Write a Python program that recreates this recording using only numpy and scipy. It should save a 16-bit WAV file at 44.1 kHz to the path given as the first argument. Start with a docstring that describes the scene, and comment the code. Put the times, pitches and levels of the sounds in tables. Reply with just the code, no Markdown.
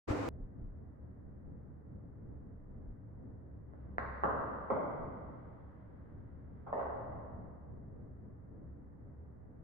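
"""A brief rush of noise ends in a snap, leaving a low room rumble with a few soft, deep thuds.
Then comes a carrom shot: the flicked striker clicks on a disc, both knock against the wooden frame,
and the disc slides off and rattles into a pocket. Each impact is a short elastic force pulse that
excites the board's modes and the bare room's reverberation; sliding friction adds a soft rub."""
import sys
import numpy as np
from scipy import signal
from scipy.fft import rfft, irfft, next_fast_len
from scipy.io import wavfile
from scipy.ndimage import uniform_filter1d

SR = 44100
rng = np.random.default_rng(int(sys.argv[2]) if len(sys.argv) > 2 else 0)


def unload_audio(sound):
    """Save the sound as a 16-bit wav file, at the path given as the first command line argument."""
    columns = np.transpose(np.atleast_2d(sound))
    # keep every value between -1 and 1, then stretch to whole-number steps
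    steps = np.round(np.clip(columns, -1, 1) * 32767)
    wavfile.write(sys.argv[1], SR, steps.astype(np.int16))


N = 424683


def undb(db):
    """Decibels to amplitude ratio."""
    return 10 ** (np.asarray(db) / 20)


def unit_energy(x):
    """Normalise to a mean energy of one per channel."""
    return x / np.sqrt(np.mean(np.sum(x ** 2, axis=-1)))


def bins(size):
    """Fourier bin frequencies, kept above zero."""
    return np.maximum(np.arange(size // 2 + 1) * SR / size, 1)


def on_log_axis(points, hz):
    """Interpolate (frequency_hz, value) points over log frequency."""
    point_hz, value = np.transpose(points)
    return np.interp(np.log(hz), np.log(point_hz), value)


def ramp(seconds, length_s):
    """Linear rise from 0 to 1."""
    return np.clip(seconds / length_s, 0, 1)


def wander(rate_hz):
    """Slow random modulation: held values smoothed twice, spread near 1."""
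    hold = int(SR / rate_hz)
    steps = np.repeat(rng.standard_normal(400), hold)[:N]
    return 1.1 * uniform_filter1d(uniform_filter1d(steps, hold), hold)


def resonance(hz, centre_hz, width_hz):
    """Frequency response of a damped harmonic oscillator."""
    return 1 / (1 + 1j * (hz ** 2 - centre_hz ** 2) / (hz * width_hz))


def minimum_phase(gain):
    """Causal response of a given magnitude, by folding the cepstrum."""
    cepstrum = irfft(np.log(gain))
    half = len(cepstrum) // 2
    cepstrum[1:half] *= 2
    cepstrum[half + 1:] = 0
    return np.exp(rfft(cepstrum))


def diffuse_field(gain, size, spacing_m=0.33):
    """Noise from all directions is coherent at two spaced microphones only at long wavelengths."""
    coherence = 0.72 * np.sinc(2 * bins(size) * spacing_m / 343)
    mid, side = rfft(rng.standard_normal((2, size)))
    mid, side = mid * np.sqrt(1 + coherence), side * np.sqrt(1 - coherence)
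    return irfft(np.array([mid + side, mid - side]) * gain, size)


def steady_noise(colour):
    """Stationary diffuse noise of unit rms, its spectrum shaped by colour(hz)."""
    size = next_fast_len(N, True)
    noise = diffuse_field(colour(bins(size)), size)[:, :N]
    return noise / np.sqrt(np.mean(noise ** 2))


# Spectrum of the opening rush: frequency_hz, gain_db
RUSH_SPECTRUM = [(40, -17), (100, -1.5), (170, -17), (296, 2), (354, -4.5), (500, -2.5), (650, -7.5),
                 (1180, -11.5), (1550, -17.5), (2340, -22), (3200, -32), (5000, -35.5), (7900, -39.5),
                 (9000, -48), (15000, -57)]


def rush(start_s=0.0733, end_s=0.292, snap_s=0.2882):
    """Gated noise with a hollow resonance surges once and ends in a snap, an exponential pulse."""
    t = np.arange(N) / SR
    gate = ramp(t - start_s, 0.013) * ramp(end_s - t, 0.0051)
    surge_db = 4.5 * np.exp(-((t - 0.11) / 0.021) ** 2)
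    noise = steady_noise(
        lambda hz: undb(on_log_axis(RUSH_SPECTRUM, hz)) * (1 + 0.27 * resonance(hz, 280, 55)))
    snap = (t > snap_s) * np.exp(-np.abs(t - snap_s) / 0.0004)
    return gate * undb(-37.5 + surge_db) * noise + undb(-31) * snap


# Spectrum of the room's background noise: frequency_hz, gain_db
RUMBLE_SPECTRUM = [(21, -10.5), (39, -10.5), (56, -11), (72, -6.5), (121, -3.5), (152, -8), (192, -8.5),
                   (272, -12.5), (346, -17.5), (492, -19.5), (846, -30.5), (1310, -37.5), (1960, -43),
                   (2410, -60.5), (3410, -72), (5010, -99)]
# Narrow droning bands within it: centre_hz, resonator_half_width_hz, level_db
DRONE_BANDS = [(71.6, 8.8, -57), (112.4, 9, -62.5), (283.6, 15, -68.5)]


def rumble(level_db=-52.5, hiss_db=-101):
    """Slow amplitude modulation makes the room's bass noise and drones waver over a faint hiss."""
    noise = undb(level_db) * steady_noise(lambda hz: undb(on_log_axis(RUMBLE_SPECTRUM, hz)))
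    bass = signal.sosfiltfilt(signal.butter(2, 720, fs=SR, output="sos"), noise)
    out = noise + bass * (undb(3 * wander(rate_hz=9)) - 1)
    for centre_hz, half_width_hz, drone_db in DRONE_BANDS:
        gain = undb(drone_db + wander(rate_hz=5))
        out += gain * steady_noise(lambda hz: resonance(hz, centre_hz, 2 * half_width_hz) ** 2)
    return out + undb(hiss_db) * rng.standard_normal((2, N))


# Soft swells of deep bass: peak_s, half_width_s, level_db, pitch_hz
BASS_THUDS = [(0.108, 0.0052, -29, 84.1), (0.431, 0.028, -41, 32.86), (0.663, .065, -44.5, 33.5),
              (2.711, 0.2, -54, 28), (2.894, 0.036, -44.5, 40.6), (4.1, 0.46, -49.5, 67.7)]


def thuds():
    """Tone bursts: low sinusoids under Gaussian envelopes are heard as soft thuds."""
    t, out = np.arange(N) / SR, 0
    for peak_s, half_width_s, level_db, pitch_hz in BASS_THUDS:
        phase = rng.uniform(0, 2 * np.pi) + 0.3 * rng.standard_normal((2, 1))
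        envelope = undb(level_db) * np.exp(-((t - peak_s) / half_width_s) ** 2)
        out += envelope * np.sqrt(2) * np.sin(2 * np.pi * pitch_hz * t + phase)
    return out


# Tone of the wooden knocks as heard: frequency_hz, gain_db
KNOCK_TONE = [(54, -20.5), (157, -4), (345, -7), (550, 0), (745, -3), (1118, -0.5), (1620, -1),
              (2035, -1.5), (2435, -14), (3245, -12), (4310, -19.5), (4965, -16), (5335, -48)]


def knock_tone(hz):
    """Spectral envelope of the knocks as heard: strong midrange, treble dulled by the recorder."""
    return undb(on_log_axis(KNOCK_TONE, hz))


# Glides of the striker, both pieces, then the disc alone: start_s, level_db, time_to_rest_s
SLIDES = [ (3.66, -69.5, 1.2), (3.98, -61.5, 3.5), (6.45, -69, 0.6)]


def sliding(rise_s=0.15):
    """Friction on the powdered board makes a low rub that fades as the pieces decelerate uniformly."""
    t = np.arange(N) / SR
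    power = sum((undb(level_db) * ramp(t - start_s, rise_s) * ramp(start_s + rest_s - t, rest_s)) ** 2
                for start_s, level_db, rest_s in SLIDES)
    return np.sqrt(power) * steady_noise(lambda hz: knock_tone(hz) * resonance(hz, 460, 980) ** 2)


def contact_force(t, contact_ms, tick_db=-50.5):
    """Hertzian contact: a longer push has a duller spectrum; the hard edge adds a broadband tick."""
    push = np.sin(np.pi * np.minimum(t * 1e3 / contact_ms, 1)) ** 1.5
    return rfft(push) / push.sum() + undb(tick_db)


def direct_knock(blow, hz, left_lead_ms):
    """Direct sound from the wood at the contact point reaches the nearer microphone first."""
    delay_s = np.maximum([[-left_lead_ms], [left_lead_ms]], 0) / 1e3
    spectrum = blow * resonance(hz, 1260, 2300) * np.exp(-2j * np.pi * hz * delay_s)
    return unit_energy(irfft(spectrum)) * undb([[-1.0], [0.9]])


# Normal modes of board and frame: pitch_hz, level_db, t60_s
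WOOD_MODES = [(176.2, 2.5, 0.4), (267.2, 2, 1.4), (422.5, 0.5, 0.92), (545.5, -5, 2), (583, -4, 1.9),
              (654, -3.5, 1.5), (680, -1.5, 0.77), (809, -0.5, 0.67), (857, -3, 1), (918, -3, 1.9),
              (996, -4.5, 1.2), (1072, 5, 1.1), (1127, -1, 1), (1166, -4, 1.7), (1214, -2.5, 1.1),
              (1356, -1.5, 1.2), (1525, 1, 1.25), (1640, -4, 1.9), (1925, -0.5, 2.1), (1953, 0.5, 1.1),
              (2240, -3.5, 0.6)]


def board_rings(t, count, channel_spread_rad=0.89):
    """Modal superposition: damped sinusoids, with new phases for each struck spot."""
    pitch_hz, level_db, t60_s = np.transpose(WOOD_MODES)
    modes = undb(level_db)[:, None] * np.exp(np.outer(2j * np.pi * pitch_hz - np.log(1000) / t60_s, t))
    shared = rng.uniform(0, 2 * np.pi, (count, 1, len(modes)))
    phases = shared + channel_spread_rad * rng.standard_normal((count, 2, len(modes)))
    return [unit_energy((np.exp(1j * phase) @ modes).imag) for phase in phases]


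def early_reflections(t, rate_hz=600, t60_s=0.14):
    """Sparse echoes: the frame's reach both microphones, those of nearby things only one."""
    left, right, frame = (rng.random((3, len(t))) < rate_hz / SR) * rng.choice([-1, 1], (3, len(t)))
    decay = (t > 0.004) * np.exp(-np.log(1000) * t / t60_s)
    return unit_energy((np.array([left, right]) + 0.78 * frame) * decay)


# Reverberation time of the bare room: frequency_hz, t60_s
REVERB_TIMES = [(125, 3), (410, 1.76), (1010, 1.9), (2050, 1.89), (4400, 1.5)]


def room_tails(t, count):
    """Reverberation: dense reflections decay exponentially, each octave at its own rate."""
    centres_hz = np.geomspace(125, 4000, 6)
    octaves = np.array([np.interp(np.log(bins(len(t))), np.log(centres_hz), row) for row in np.eye(6)])
    build_up = 1 - np.exp(-t / 0.0043)
    decays = build_up * np.exp(-np.log(1000) * t / on_log_axis(REVERB_TIMES, centres_hz)[:, None])
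    bands = irfft(rfft(diffuse_field(1, len(t))) * octaves[:, None])
    patterns = (np.roll(bands, k * len(t) // count, axis=-1) for k in range(count))  # one per impact
    return [unit_energy(np.sum(pattern * decays[:, None], axis=0)) for pattern in patterns]


# Finger on striker, striker on disc, disc on frame, striker on frame:
# start_s, reverb_energy_db, contact_ms, bass_cut_hz, direct_db, early_db, resonance_hz, lift_db
BOARD_HITS = [ (3.7355, -79, 0.71, 250, 1.5, -9, 602, 13), (3.9824, -51, 0.55, 174, -0.3, -11, 4540, 10),
              (4.2356, -42, 0.8, 120.3, -8, -7, 1150, 3.5),
              (4.7020, -42.5, 1.006, 118.6, -11.5, -8.5, 2070, 4.5)]
# The disc tips into the pocket and rattles to rest: start_s, reverb_energy_db, contact_ms, direct_db
POCKET_HITS = [(6.6653, -58, 0.96, -22), (6.7277, -47, 1.2, -7.5), (6.7784, -52, 1.12, -7.5),
               (6.794, -56.5, 0.85, -6), (6.8150, -55, 1.4, -2.5), (6.8674, -58.5, 1.27, -1),
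               (7.1208, -61.5, 1.15, -16)]


def impacts(size=65536, ring_db=-5.5):
    """Linear superposition: each blow sounds directly, as board ring, as echoes and as reverberation."""
    t, hz = np.arange(size) / SR, bins(size)
    tone = minimum_phase(knock_tone(hz))
    count = len(BOARD_HITS) + len(POCKET_HITS)
    tails_and_rings = zip(room_tails(t, count), board_rings(t, count))
    out = np.zeros((2, N + size))

    def strike(start_s, energy_db, contact_ms, cut_hz, direct_db, early_db, own_hz, lift_db, lead_ms):
        """Source and filter: the knock tone and the struck part's resonance shape the contact force."""
        bass_cut = (1j * hz / (cut_hz + 1j * hz)) ** 2  # small pieces move little air
        struck_part = 1 + (undb(lift_db) - 1) * resonance(hz, own_hz, 0.24 * own_hz)
        blow = contact_force(t, contact_ms) * tone * bass_cut * struck_part
        paths = (*next(tails_and_rings), early_reflections(t))
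        room, ring, early = (unit_energy(irfft(blow * rfft(path))) for path in paths)
        knock = direct_knock(blow, hz, lead_ms)
        sound = room + undb(ring_db) * ring + undb(early_db) * early + undb(direct_db) * knock
        start = int(start_s * SR)
        out[:, start:start + size] += undb(energy_db) * np.sqrt(SR) * sound  # 0 dB: unit rms for 1 s

    for hit in BOARD_HITS:
        strike(*hit, lead_ms=0.4)  # to the left
    for start_s, energy_db, contact_ms, direct_db in POCKET_HITS:  # one hollow, to the right
        strike(start_s, energy_db, contact_ms, cut_hz=530, direct_db=direct_db, early_db=-8,
               own_hz=664, lift_db=3.5, lead_ms=-0.28)
    return out[:, :N]


def scene():
    """Sound pressures add: the room's background and the carrom shot."""
    return rush() + rumble() + thuds() + sliding() + impacts()


def record(dry, silence_s=0.07, top_hz=15600):
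    """Gating and band limiting: the sound fades in after a brief silence, its top treble cut."""
    fade_in = ramp(np.arange(N) / SR - silence_s, 0.01)
    return signal.sosfilt(signal.ellip(8, 0.2, 70, top_hz, fs=SR, output="sos"), dry * fade_in)


dry = scene()
out = record(dry)
unload_audio(out)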